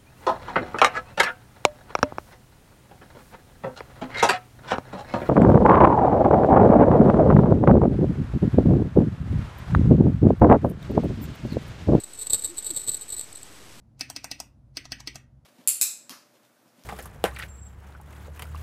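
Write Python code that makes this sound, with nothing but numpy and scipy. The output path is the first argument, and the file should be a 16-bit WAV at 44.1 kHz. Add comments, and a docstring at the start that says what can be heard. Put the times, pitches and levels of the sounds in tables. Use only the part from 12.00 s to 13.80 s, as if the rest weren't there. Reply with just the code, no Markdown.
"""A quiet carpeted room: a kitten bats a plush teaser toy, whose tiny bell jingles in uneven bursts.
The pellet strikes and chokes one high ring in turn; the toy thuds; two faint low hoots sound.
A coarse 8-bit recorder holds each sample, mirroring the ring into metallic tones over hiss."""
import sys
import numpy as np
from scipy import signal
from scipy.fft import rfft, irfft
from scipy.io import wavfile

SR = 44100
rng = np.random.default_rng(int(sys.argv[2]) if len(sys.argv) > 2 else 0)


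def wav_record(signal):
    """Record a signal, one row per channel, as 16-bit PCM in the file named by sys.argv[1]."""
    frames = np.transpose(np.atleast_2d(signal))
    bounded = np.clip(frames, -1, 1)
    # unit amplitude maps onto the largest positive 16-bit level
    quanta = np.round(bounded * 32767).astype(np.int16)
    wavfile.write(sys.argv[1], SR, quanta)


N = 79380
CONTACT_S = .0003  # pellet contact time


def undb(db):
    """Decibels to gain."""
    return 10 ** (np.asarray(db) / 20)


def fade(t, t60_s):
    """Exponential decay, 60 dB per t60_s."""
    return np.exp(-np.log(1000) * t / max(t60_s, 1e-3))


def soften(x):
    """Spread each step over the contact time."""
    pole = np.exp(-2 / (SR * CONTACT_S))
    for _ in range(2):
        x = signal.lfilter([1 - pole], [1, -pole], x)
    return x


def mode(blows, hz, t60_s):
    """One decaying resonance, struck by the blows."""
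    pole = fade(1 / SR, t60_s) * np.exp(2j * np.pi * hz / SR)
    return signal.lfilter([1], [1, -pole], blows + 1e-18).imag


def room(rms_db=-55.5):
    """Steady dull noise of a quiet room."""
    # noise spectrum (frequency [Hz], relative density [dB])
    spectrum = [(25, -4), (80, 0.5), (160, -4.5), (350, -4), (700, -9.5), (1500, -12), (4000, -15.5),
                (8000, -17.5), (12000, -46.5)]
    hz, db = np.array(spectrum).T
    bins_hz = np.maximum(np.arange(N // 2 + 1) * SR / N, 1)
    gain = undb(np.interp(np.log(bins_hz), np.log(hz), db))
    noise = irfft(rfft(rng.standard_normal(N)) * gain, N)
    return undb(rms_db) * noise / noise.std()


def bell(ring_db=2, bounces_per_s=260, jog_rad=.14, scatter_db=2.5):
    """Each pellet contact chokes and restarts the ring; small bounces jog its phase and level."""
    # pellet contacts (time [s], relative level [dB], t60 [s], ring pitch [Hz])
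    contacts = [(0.001, -35, 0.13, 7865), (0.0365, -31.5, 0.37, 7760), (0.0445, -43.5, 0.31, 7828),
                (0.1343, -31, 0.021, 7879), (0.1453, -42, 0.287, 7739), (0.1752, -40.5, 0.353, 7746),
                (0.1882, -33, 0.32, 7768), (0.2131, -27, 0.353, 7762), (0.2341, -39.5, 0.27, 7904),
                (0.26, -39, 0.353, 7782), (0.269, -21, 0.039, 7741), (0.2979, -27, 0.353, 7707),
                (0.3029, -19, 0.16, 7722), (0.3119, -33, 0.22, 7863), (0.3249, -25, 0.39, 7800),
                (0.3328, -8.5, 0.056, 7755), (0.3438, -15, 0.086, 7716), (0.3807, -31.5, 0.353, 7728),
                (0.3937, -27.5, 0.1, 7698), (0.4216, -28.5, 0.051, 7806), (0.4376, -27.5, 0.046, 7878),
                (0.4446, -22, 0.23, 7724), (0.4645, -29.5, 0.029, 7812), (0.4745, -34, 0.3, 7730),
                (0.5035, -46.5, 0.32, 7701), (0.5663, -41.5, 0.58, 7843), (0.5733, -29, 0.047, 7846),
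                (0.5813, -23.5, 0.071, 7772), (0.5863, -23.5, 0.079, 7763), (0.6252, -33.5, 0.066, 7744),
                (0.6441, -30, 0.212, 7733), (0.6641, -23.5, 0.12, 7752), (0.694, -30, 0.049, 7860),
                (0.705, -16.5, 0.037, 7801), (0.7349, -36.5, 0.47, 7698), (0.7459, -32.5, 0.3, 7747),
                (0.7629, -22, 0.353, 7693), (0.7758, -18.5, 0.0094, 7723), (0.7808, -24, 0.035, 7818),
                (0.7928, -31.5, 0.353, 7759), (0.8155, -29.5, 0.052, 7833), (0.833, -32.5, 0.1, 7812),
                (0.8656, -32.5, 0.353, 7889), (0.8756, -24, 0.072, 7798), (0.8828, -17.5, 0.024, 7771),
                (0.8912, -15, 0.045, 7833), (0.9162, -24.5, 0.044, 7746), (0.9262, -29, 0.052, 7784),
                (0.9355, -26, 0.024, 7878), (0.9435, -20, 0.046, 7768), (0.9674, -33, 0.23, 7760),
                (0.978, -48, 0.3, 7825), (1.0103, -32, 0.31, 7765), (1.0382, -49, 0.56, 7795),
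                (1.0811, -38.5, 0.18, 7782), (1.0909, -33, 0.045, 7768), (1.1024, -27, 0.076, 7749),
                (1.122, -27, 0.13, 7820), (1.1278, -25.5, 0.06, 7760), (1.1405, -29, 0.066, 7833),
                (1.165, -27, 0.11, 7872), (1.1825, -28.5, 0.043, 7832), (1.1939, -21, 0.028, 7755),
                (1.2049, -27, 0.037, 7820), (1.2108, -27, 0.045, 7730), (1.2325, -37, 0.08, 7690),
                (1.2411, -36.5, 0.04, 7726), (1.3274, -33, 0.016, 7755), (1.3525, -36.5, 0.02, 7766),
                (1.3565, -27.5, 0.022, 7848), (1.3705, -40.5, 0.06, 7782), (1.3748, -33.5, 0.025, 7864),
                (1.4184, -43.5, 0.063, 7956), (1.4294, -35, 0.353, 7657), (1.4343, -45, 0.05, 7750)]
    t = np.arange(N) / SR
    touches = rng.random(N) < bounces_per_s / SR
    bounces = touches * rng.standard_normal(N)
    click_noise = rng.standard_normal(N)
    bounce_index = np.cumsum(touches)
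    bounce_gain = undb(scatter_db * rng.uniform(-2, 1, N))[bounce_index]
    chatter_turns = rng.random((2, N))  # phases, one row per chatter mode
    swing, blows = np.zeros((2, N), complex)
    ring_hz = np.full(N, float(contacts[0][3]))
    for start_s, db, t60_s, hz in contacts:
        i = int(start_s * SR)
        swing_phasor, blow_phasor = np.exp(2j * np.pi * rng.random(2))
        swing[i:] = undb(db) * fade(t[:N - i], t60_s) * swing_phasor
        blows[i] = undb(db) * blow_phasor
        ring_hz[i:] = hz
        until_next_bounce = bounce_index[i:] == bounce_index[i]
        bounce_gain[i:][until_next_bounce] = undb(scatter_db / 2)
    jogged = soften(swing * bounce_gain * np.exp(1j * jog_rad * np.cumsum(bounces)))
    carrier = np.exp(2j * np.pi * np.cumsum(ring_hz) / SR)
    ring = undb(ring_db) * np.imag(jogged * carrier)
    strikes = free_ring(blows) + clicks(blows, click_noise)
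    return ring + strikes + scrape(abs(swing)) + chatter(bounces * abs(swing), chatter_turns)


def free_ring(blows, gain_db=-.5):
    """Faint modes that ring on through the contacts."""
    # bell modes (frequency [Hz], relative level [dB], t60 [s])
    free_modes = [(7717, -27, .3), (7365, -35, .3), (7450, -34, .2), (7328, -39, .25), (6570, -28, .02)]
    return sum(undb(db + gain_db) * mode(blows, hz, t60_s) for hz, db, t60_s in free_modes)


def clicks(blows, noise, gain_db=-27, decay_s=.0012):
    """Dry clicks of the pellet on the shell."""
    envelope = signal.lfilter([1], [1, -np.exp(-1 / (decay_s * SR))], abs(blows) + 1e-18)
    return undb(gain_db) * envelope * noise


def scrape(envelope, gain_db=-27):
    """Gritty hiss of the pellet rolling on the shell, following the ring's envelope."""
    grit = mode(rng.standard_normal(N) ** 3, hz=7305, t60_s=.0028)
    return undb(gain_db) * envelope * grit / grit.std()


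def chatter(bounces, phase_turns):
    """Choked rings added by each small bounce."""
    # choked modes (frequency [Hz], relative level [dB], t60 [s])
    choked_modes = [(7880, -4, .011), (7557, -11, .006)]
    t, out = np.arange(N) / SR, np.zeros(N)
    for (hz, db, t60_s), turns in zip(choked_modes, phase_turns):
        taps = soften(bounces * np.exp(2j * np.pi * turns))
        out += undb(db) * mode(taps * np.exp(2j * np.pi * hz * t), hz, t60_s)
    return out


def echo(x, gain_db=-19.5, t60_s=.75):
    """Diffuse tail from walls and furniture."""
    tail = rng.standard_normal(SR) * fade(np.arange(SR) / SR, t60_s)
    return undb(gain_db) * signal.fftconvolve(x, tail / np.linalg.norm(tail))[:N]


def bumps(band_hz=(34.2, 200)):
    """Dull thuds as the plush toy is knocked about."""
    # toy bumps (time [s], level [dB], t60 [s])
    knocks = [(0.331, -42.5, .14), (.70, -51, 0.1), (0.879, -44, 0.19)]
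    t = np.arange(N) / SR
    bandpass = signal.butter(2, band_hz, "band", fs=SR, output="sos")
    thud = signal.sosfilt(bandpass, rng.standard_normal(N))
    envelope = sum(undb(db) * (t >= at_s) * fade(abs(t - at_s), t60_s) for at_s, db, t60_s in knocks)
    return envelope * thud / thud.std()


def hoots():
    """Short soft tones whose pitch arches or falls."""
    # hoots (time [s], length [s], start pitch [Hz], middle pitch [Hz], end pitch [Hz], level [dB])
    glides = [(0.478, .074, 254.5, 349.6, 298, -43), (0.696, .047, 366.6, 327.7, 238.6, -41)]
    t, out = np.arange(N) / SR, np.zeros(N)
    for start_s, length_s, *pitches_hz, db in glides:
        progress = np.clip((t - start_s) / length_s, 0, 1)
        hz = np.polyval(np.polyfit([0, .5, 1], pitches_hz, 2), progress)
        envelope = undb(db) * np.sqrt(abs(np.sin(np.pi * progress)))
        out += envelope * np.sin(2 * np.pi * np.cumsum(hz) / SR)
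    return out


def scene():
    """Bell and toy close by, hoots and room behind; mono."""
    jingle = bell()
    return (jingle + echo(jingle) + bumps() + hoots() + room())[None]


def record(dry, hold_hz=16000, step=1 / 128, bias_steps=.04, top_hz=14900):
    """Resample, round down to 8 bits, hold each value, low-pass."""
    slow = signal.resample(dry, N * hold_hz // SR, axis=1)
    coarse = step * np.floor(slow / step + bias_steps)
    held = coarse[:, np.arange(N) * hold_hz // SR]  # mirrors the ring about hold_hz / 2
    return signal.sosfilt(signal.ellip(10, .2, 70, top_hz, fs=SR, output="sos"), held)


dry = scene()
out = record(dry)
wav_record(out)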